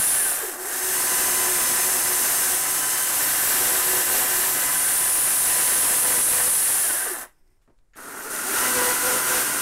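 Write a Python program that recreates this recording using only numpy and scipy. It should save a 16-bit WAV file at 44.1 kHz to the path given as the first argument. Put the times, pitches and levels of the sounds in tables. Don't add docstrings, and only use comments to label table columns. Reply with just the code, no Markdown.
import sys
import numpy as np
from scipy import signal
from scipy.fft import rfft, irfft, next_fast_len
from scipy.io import wavfile
from scipy.ndimage import uniform_filter1d, map_coordinates

SR = 44100
rng = np.random.default_rng(int(sys.argv[2]) if len(sys.argv) > 2 else 0)


def unload_wav(signal):
    wavfile.write(
        sys.argv[1],
        SR,
        np.round(np.clip(np.atleast_2d(signal).T, -1, 1) * 32767).astype(np.int16),
    )


N = 423801
TIME = np.arange(N) / SR

# t/s, f/Hz
LINK_RATE = [(0, 1000), (.09, 985), (.2, 862), (.28, 758), (.44, 435), (.49, 365), (.57, 225), (.65, 365),
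             (.8, 700), (.9, 875), (.99, 1011), (6.68, 1008), (6.8, 912), (6.9, 775), (7.08, 430),
             (7.125, 360), (7.235, 200), (7.285, 20), (7.938, 20), (7.972, 200), (8.19, 355), (8.29, 455),
             (8.34, 610), (8.44, 690), (8.53, 860), (8.62, 1016), (8.75, 1009)]
# start t/s, end t/s, force/0-1,
# tearing level/dB before the speed law and final trim, rise of link whine/dB
PUSHES = [(-.1, 0.201, 0.32, -70, -17), (.94, 1.074, 0.12, -70, 1.5), (1.081, 1.565, 0.54, -50.5, 7),
          (1.569, 1.992, 0.61, -43.5, 6), (2.019, 2.562, 0.51, -58, 2.5), (3.171, 3.451, 0.36, -63, 0.5),
          (3.449, 3.821, 0.83, -40.5, 4), (3.856, 4.019, 0.93, -36, 2.5), (4.095, 4.238, 1, -35, 1.5),
          (4.287, 4.492, 0.54, -66, 5), (4.548, 4.821, 0.16, -70, 6.5), (4.862, 5.419, 0.26, -68, 2.5),
          (5.44, 5.788, 0.74, -42.5, 6.5), (5.796, 5.987, 0.83, -36, 4.5), (6.041, 6.203, .8, -32, 8),
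          (6.277, 6.49, 0.72, -36, 3), (6.541, 6.88, 0.16, -73, -9), (8.53, 8.71, 0.57, -40, 8),
          (8.74, 8.937, 0.8, -32, 11.5), (9.029, 9.18, 0.63, -32.5, 11), (9.276, 9.417, 0.76, -34, 3)]
PUSH_EASE_S = 0.1
SAG_HZ = 17
CRAWL_HZ = 203
# level free at full speed/dB,
# rise at full force/dB, loss per halving of speed/dB
CLATTER_LAW = [(-32.5, 7.5, 3), (-29.5, 7.5, 6)]
HISS_LAW = [(-21.5, 6.56, 7), (-24, 6.1, 9.8)]
# t/s, share/0-1
TIP_RAISED = [(0, 1), (.4, 0.9), (.8, 0), (2.9, 0.01), (3.4, 0.99), (5.2, 0.83), (5.9, 0.51), (6.6, 0.83)]
TURN_S = 7.7

# f/Hz, level/dB
CLATTER_SPECTRUM = [(30, -40), (140, -29.5), (220, -9), (330, -3.5), (550, -3), (800, -4.5), (1100, 0.5),
                    (1600, 0), (2050, -5.5), (2350, -9.5), (2800, -4), (3600, -42.5), (6000, -36)]
# f/Hz, width/Hz, level/dB
HOUSING_SIDE_MODES = [(752, 115, -0.5), (1559, 61, -0.5), (1720, 190, 1), (1840, 100, -8.5)]
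HOUSING_REAR_MODES = [(253, 37, -2), (325, 70, -2.5), (400, 97, 2), (658, 80, -.5), (845, 45, 1.5),
                      (1030, 100, -2), (1350, 110, 5), (1425, 70, 9.5), (1505, 60, 0), (1845, 68, 3.5)]
LOOP_LINKS = 64
# start t/s, end t/s, level over the clatter/dB
COVER_SPELLS = [(-.1, .16, -4), (3.15, 4.5, -11), (4.55, 4.95, -4), (6.93, 7.12, -3.5)]
COVER_EASE_S = 0.11
# f/Hz, width/Hz, level/dB
COVER_MODES = [(1548, 70, -0.5), (1667, 83, 1), (1755, 68, -3), (1887, 80, -3), (2007, 60, -3.5)]
# start t/s, end t/s,
# level over the clatter/dB, before tip height and speed act
HOLLOW_SPELLS = [(.4, .78, -21), (.79, 2.6, -11.5), (2.58, 3.14, -18), (3.5, 4.6, -13.5)]
HOLLOW_EASE_S, HOLLOW_RAISED_DB, HOLLOW_SLOWING_DB = 0.11, 2.5, 8.5
# f/Hz, width/Hz, level/dB
HOLLOW_MODES = [(368, 28, 0), (758, 110, -7)]

# f/Hz, level/dB
HISS_LEVEL_SPECTRUM = [(2000, -21.5), (3000, -12.5), (4800, -11), (5450, -4.5), (5800, -9), (6300, -0.5),
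                       (6750, -6), (7500, -1.5), (8800, 2), (10000, 0), (11400, -0.5), (13000, -2.5),
                       (14500, -10.5), (15800, -8.5)]
HISS_RAISED_SPECTRUM = [(2000, -15.5), (3000, -9), (4900, -9.5), (5600, -5.5), (6900, -5), (7500, 0),
                        (8600, 0), (9100, 1.5), (10000, 1.5), (11400, 1.5), (12300, 0.5), (13300, 2),
                        (14100, -4.5), (15800, -10)]
HISS_AWAY_SPECTRUM = [(2000, -35), (2800, -11), (5200, -7), (6150, -2.5), (6900, -3.5), (8000, -1),
                      (8500, 1), (9400, 3.5), (11000, -1.5), (12000, 0), (13500, -4.5), (15800, -12)]

# start t/s, end t/s,
# level/dB before pressure, speed and flutter act
SQUEAL_SPELLS = [(-.2, .36, -18), (4.71, 7.25, -20)]
SQUEAL_EASE_S, SQUEAL_SLOWING_DB, SQUEAL_PRESS_DB = 0.27, 10, 3.5
# t/s, share/0-1
SIDE_PRESSURE = [(5.1, 0), (5.55, 0.59), (5.9, 1), (6.5, 1), (6.8, 0.3), (7, 0.02)]
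# f/Hz, width/Hz, level/dB
BAR_FREE_MODES = [(9300, 290, 5), (9910, 360, 2.5), (10900, 380, -15.5)]
BAR_PRESSED_MODES = [(8850, 460, -1), (9290, 400, -0.53), (10110, 240, -1.4), (10640, 290, -0.88)]

MESH_DB = -40.5
# multiple of the link rate, level/dB
LINK_PARTIALS = [(1, -1.5), (2, -4.5), (3, -12)]
# multiple of the link rate, level/dB
SPROCKET_PARTIALS = [(1 / 7, -54.5), (2 / 7, -51), (9 / 7, -48)]
# start t/s, end t/s, level at full speed/dB
WHISTLE_SPELLS = [(2.76, 3.08, -44)]
WHISTLE_EASE_S = 0.15

# f/Hz, level/dB
WORKSHOP_SPECTRUM = [(25, 11), (60, -8.5), (110, -9), (200, -20), (360, -19.5), (700, -26.5), (1600, -30),
                     (3000, -39), (9000, -36), (16000, -48.5)]

# start t/s, end t/s, low growl level/dB, high whistle level/dB
GLIDES = [(.19, .31, -2, 3.5), (.41, .54, 2, -3), (.62, .79, 1, -1), (.86, .96, -5, -2),
          (6.8, 7.03, -2, -1.5), (7.03, 7.2, 1.5, -1.5), (8.24, 8.56, 0, -9)]
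GLIDE_EASE_S = .06
# multiple of the link rate, level/dB
GLIDE_PARTIALS = [(1 / 2, -10), (1, 0), (2, -1), (3, -6), (4, -11)]
# f/Hz, level/dB
GLIDE_LOW_RESPONSE = [(180, -35), (270, -13), (330, -10), (368, 3), (400, -4), (440, -4), (490, -17),
                      (680, -16), (755, -6), (820, -22), (1300, -40)]
GLIDE_HIGH_RESPONSE = [(1000, -45), (1440, -10), (1540, 2), (1620, -1), (1730, 3), (1850, -7), (2100, -20),
                       (3000, -45)]

# f/Hz, level/dB
WOOD_SPECTRUM = [(50, -15), (110, -12), (300, -3), (550, 0.5), (850, -5.5), (1500, -6), (3000, -22.5)]
CUTTER_PARTIALS = [1 / 4, 1 / 2, 3 / 4]
# start t/s, end t/s,
# pair level/dB, single cutter level/dB, third level/dB
BITES = [(1.08, 1.5, -51, -50, -44), (1.58, 2.0, -49, -45, -46), (2.05, 2.5, -54, -57, -48),
         (3.58, 3.84, -56, -40.5, -47), (3.85, 4.02, -56, -35.5, -38), (4.11, 4.27, -52, -36, -36.5),
         (5.55, 5.76, -56, -43, -51), (5.76, 5.95, -53, -38, -48), (6.02, 6.2, -52, -38, -48),
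         (6.29, 6.48, -53, -34.5, -50), (8.63, 8.76, -39, -39, -44), (8.76, 8.93, -43, -27.5, -40),
         (9.04, 9.175, -44, -27.5, -39), (9.29, 9.415, -50, -30.5, -43)]
BITE_EASE_S = .06

# start t/s, end t/s, level/dB
SETTLING_SPELLS = [(7.25, 7.57, -73.5)]
SETTLING_EASE_S = 0.13
# f/Hz, width/Hz, level/dB
SETTLING_MODES = [(355, 70, 6), (750, 300, -6), (1500, 400, -12), (1980, 160, -10), (5200, 500, -9.5),
                  (8300, 1100, -12), (11500, 900, -18)]
# t/s, onset level/dB,
# time to fall 60 dB/s, centre f/Hz, width/Hz
HANDLING_KNOCKS = [(7.271, -60, 0.16, 1197, 2483), (7.325, -66, 0.035, 8020, 3980),
                   (7.477, -69, .025, 6000, 7000), (7.503, -70, .025, 10000, 6000),
                   (7.615, -73, 0.25, 1400, 3490), (7.62, -76, .25, 8000, 8000),
                   (7.677, -56, 0.15, 220, 600), (7.698, -57, .09, 300, 600), (7.78, -73, .015, 5010, 6000),
                   (7.787, -65, 0.027, 2000, 4500), (7.958, -51, 0.06, 1198, 1498),
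                   (7.967, -52, .05, 9000, 8000)]
# f/Hz, width/Hz, level/dB
MOTOR_MODES = [(1695, 430, 5), (2987, 177, -13), (4260, 140, -11), (6700, 120, 0)]
MOTOR_ON_S = 7.935

TOP_HZ = 15750


def undb(db):
    return 10 ** (np.asarray(db) / 20)


def unit(x):
    return x / np.sqrt(np.mean(x ** 2))


def curves(table):
    s, *columns = np.transpose(table)
    return [np.interp(TIME, s, column) for column in columns]


def filtered(x, response):
    size = next_fast_len(N + SR // 2, True)
    f = np.maximum(np.fft.rfftfreq(size, 1 / SR), 1)
    return unit(irfft(rfft(x, size) * response(f), size)[:N])


def colour(x, points):
    hz, db = np.transpose(points)
    return filtered(x, lambda f: undb(np.interp(np.log(f), np.log(hz), db)))


def ring(x, modes):
    def response(f):
        return sum(undb(db) / (1 + 1j * (f * f - hz * hz) / (f * width)) for hz, width, db in modes)
    return filtered(x, response)


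def noise():
    return rng.standard_normal(N)


def walk(rate):
    k = max(int(SR / rate), 2)
    steps = np.repeat(rng.standard_normal(N // k + 1), k)[:N]
    return unit(uniform_filter1d(steps, k))


def blend(a, b, share):
    share = np.clip(share, 0, 1)
    return np.sqrt(1 - share) * a + np.sqrt(share) * b


def held(start_s, end_s, ease_s):
    inside = np.minimum(TIME - start_s, end_s - TIME)
    return .5 + .5 * np.sin(np.pi * np.clip(inside / ease_s, -.5, .5))


def spells(table, ease_s):
    return sum(undb(db) * held(start, end, ease_s) for start, end, db in table)


def burst(start_s, decay_s):
    age = TIME - start_s
    return (age >= 0) * np.exp(-np.log(1000) * np.abs(age) / decay_s)


def slowing(hz):
    return np.log2(hz.max() / hz)


def drifting(x, share, rate):
    place = np.cumsum(1 + share * walk(rate))
    return map_coordinates(x, [place], order=3, mode="mirror")


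def partials(links, orders):
    return sum(np.sqrt(2) * undb(db) * np.sin(2 * np.pi * (k * links + rng.random())) for k, db in orders)


def impacts(links, hz, scatter_db, slow_scatter_db, decay_s):
    chance = rng.standard_normal(N // 20)[links.astype(int)]
    spread_db = scatter_db + slow_scatter_db * np.clip(1 - hz / hz.max(), 0, 1)
    age_s = (links % 1) / hz
    blows = undb(spread_db * chance) * np.exp(-age_s / decay_s)
    return blows / np.sqrt(uniform_filter1d(blows ** 2, size=5000) + 1e-9)


def pushing():
    force, bite, mesh_db = 0, 0, MESH_DB
    for start, end, strength, bite_db, rise_db in PUSHES:
        lean = held(start, end, PUSH_EASE_S)
        force = force + strength * lean
        bite = bite + undb(bite_db) * lean
        mesh_db = mesh_db + rise_db * lean
    return force, bite, mesh_db


def chain_rate(force):
    asked, = curves(LINK_RATE)
    sag = SAG_HZ * force * (1 + .3 * walk(9))
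    return np.maximum(asked - sag, 1) * (1 + 0.000983 * walk(15))


def loudness(law, force, hz):
    side, rear = (free_db + force_db * force - slow_db * slowing(hz) for free_db, force_db, slow_db in law)
    return np.where(TIME > TURN_S, rear, side) + 40 * np.log10(np.minimum(hz / CRAWL_HZ, 1))


def looped(links, repeat):
    pairs = rng.standard_normal((LOOP_LINKS // 2, 32))
    marks = (pairs - pairs.mean(axis=0)).ravel()
    places = np.linspace(0, LOOP_LINKS, len(marks), endpoint=False)
    worn = np.interp(links % LOOP_LINKS, places, marks)
    band = [(3000, 2.5), (7000, -6.0)]
    return blend(colour(noise(), band), colour(worn, band), repeat)


def cover(blows):
    slaps = blows * noise() * undb(2.7 * walk(45))
    return ring(ring(slaps, COVER_MODES), COVER_MODES) * spells(COVER_SPELLS, COVER_EASE_S)


def clatter(links, hz, clatter_db):
    blows = impacts(links, hz, scatter_db=2.5, slow_scatter_db=-2.0, decay_s=0.0015)
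    blows = blows * undb(1.5 * np.tanh(walk(70)))
    knocks = blows * looped(links, repeat=0.22)
    rings = blows * looped(links, repeat=0.32)
    side_housing = ring(rings, HOUSING_SIDE_MODES)
    rear_housing = drifting(ring(rings, HOUSING_REAR_MODES), share=.012, rate=14)
    side = colour(knocks, CLATTER_SPECTRUM) + undb(-0.5) * side_housing
    rear = colour(knocks, CLATTER_SPECTRUM) + undb(3.0) * rear_housing
    body = blend(unit(side), unit(rear), TIME > TURN_S)
    return (body + hollow(hz) + cover(blows)) * undb(clatter_db)


def softened(x, hz):
    dull = signal.sosfiltfilt(signal.butter(6, 2150, fs=SR, output="sos"), x)
    return dull + (x - dull) * (hz / hz.max()) ** 0.52


def hiss(links, hz):
    scrape = impacts(links, hz, scatter_db=1.5, slow_scatter_db=-0.5, decay_s=0.0047)
    scrape = scrape * undb(.5 * walk(40))
    raised, = curves(TIP_RAISED)
    level_bar = colour(scrape * noise(), HISS_LEVEL_SPECTRUM)
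    raised_bar = colour(scrape * noise(), HISS_RAISED_SPECTRUM)
    away = colour(scrape * noise(), HISS_AWAY_SPECTRUM)
    return blend(blend(level_bar, raised_bar, raised), away, TIME > TURN_S)


def glance(x, lag_s, sway, share):
    lag = lag_s * (1 + sway * walk(1.5))
    fine = signal.resample_poly(x, 4, 1)
    fine_time = np.linspace(0, N / SR, len(fine), endpoint=False)
    return unit(x + share * np.interp(TIME - lag, fine_time, fine))


def squeal(hz):
    press, = curves(SIDE_PRESSURE)
    bar = blend(ring(noise(), BAR_FREE_MODES), ring(noise(), BAR_PRESSED_MODES), press)
    wandering = drifting(bar, share=.007, rate=5)
    radiated = colour(wandering, [(4000, -25.0), (8500, 2.0), (11200, 9.0), (15000, -20.5)])
    effort_db = SQUEAL_PRESS_DB * press - SQUEAL_SLOWING_DB * slowing(hz)
    return radiated * spells(SQUEAL_SPELLS, SQUEAL_EASE_S) * undb(effort_db + 0.88 * walk(90))


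def whine(links, hz, mesh_db):
    mesh = partials(links + .02 * walk(60), LINK_PARTIALS) * undb(mesh_db + 2 * walk(25))
    whistle = partials(links, [(3, 0)]) * spells(WHISTLE_SPELLS, WHISTLE_EASE_S)
    turn = partials(links + 0.16 * walk(12), SPROCKET_PARTIALS) * undb(2.3 * walk(6.9))
    return (mesh + whistle + turn) * (hz / hz.max()) ** 7


def workshop(x, t60_s, wet_db):
    tail = colour(noise(), [(200, -5.5), (2000, -2.0), (12000, -10.0)]) * burst(0.0034, t60_s)
    tail = tail[:SR] / np.sqrt(np.sum(tail ** 2))
    return x + undb(wet_db) * signal.fftconvolve(x, tail)[:N]


def glide(links, hz, clatter_db):
    low = spells([(start, end, db) for start, end, db, _ in GLIDES], GLIDE_EASE_S)
    high = spells([(start, end, db) for start, end, _, db in GLIDES], GLIDE_EASE_S)
    sweep = 0
    for k, db in GLIDE_PARTIALS:
        growl = undb(np.interp(k * hz, *np.transpose(GLIDE_LOW_RESPONSE)))
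        whistle = undb(np.interp(k * hz, *np.transpose(GLIDE_HIGH_RESPONSE)))
        rough = partials(links + .11 / k * walk(80), [(k, db)]) * unit(undb(3 * walk(60)))
        sweep = sweep + rough * (low * growl + high * whistle)
    return sweep * undb(clatter_db)


def hollow(hz):
    raised, = curves(TIP_RAISED)
    gain_db = HOLLOW_RAISED_DB * raised + HOLLOW_SLOWING_DB * slowing(hz)
    note = ring(ring(noise(), HOLLOW_MODES), HOLLOW_MODES)
    return note * spells(HOLLOW_SPELLS, HOLLOW_EASE_S) * undb(gain_db)


def cutting(links, hz, bite):
    travel = links + .11 * walk(50)
    hum = 0
    for column, k in enumerate(CUTTER_PARTIALS):
        depth = spells([(start, end, dbs[column]) for start, end, *dbs in BITES], BITE_EASE_S)
        hum = hum + partials(travel, [(k, 0)]) * depth * undb(2 * walk(40))
    tears = impacts(links / 2, hz / 2, scatter_db=6.5, slow_scatter_db=2.5, decay_s=0.0017)
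    tears = tears * undb(2 * walk(60))
    chips = colour(tears * noise(), WOOD_SPECTRUM)
    return (hum + undb(1.0) * chips * bite) * (hz / hz.max()) ** 3


def settling():
    rustle = noise() * undb(2.1 * walk(70))
    return ring(rustle, SETTLING_MODES) * spells(SETTLING_SPELLS, SETTLING_EASE_S)


def handling():
    knocks = 0
    for s, db, decay, hz, width in HANDLING_KNOCKS:
        band = [(hz, width, 0)]
        knocks = knocks + undb(db) * burst(s, decay) * ring(ring(noise(), band), band)
    motor = colour(ring(noise(), MOTOR_MODES), [(7000, 0), (9000, -14)])
    return knocks + undb(-57) * burst(MOTOR_ON_S, 0.34) * motor


def scene():
    force, bite, mesh_db = pushing()
    hz = chain_rate(force)
    links = np.cumsum(hz) / SR
    clatter_db = loudness(CLATTER_LAW, force, hz)
    hiss_db = loudness(HISS_LAW, force, hz)
    knocking = softened(clatter(links, hz, clatter_db), hz)
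    scrape = glance(hiss(links, hz), lag_s=.0021, sway=0.027, share=0.25) * undb(hiss_db)
    rattle = knocking + scrape + squeal(hz) + handling() + settling()
    tones = whine(links, hz, mesh_db) + glide(links, hz, clatter_db) + cutting(links, hz, bite)
    background = undb(-59.0) * colour(noise(), WORKSHOP_SPECTRUM)
    air = workshop(rattle, t60_s=0.22, wet_db=-11.5) + tones + background
    return np.array([air, air])


def record(dry):
    ceiling = 0.13
    fine = signal.resample_poly(dry, 4, 1, axis=1)
    flat = np.clip(fine, -ceiling, ceiling)
    back = signal.resample_poly(flat, 1, 4, axis=1)
    steep = signal.firwin(401, TOP_HZ, fs=SR)
    return signal.fftconvolve(back, steep[None], mode="same", axes=1)


dry = scene()
out = record(dry)
unload_wav(out)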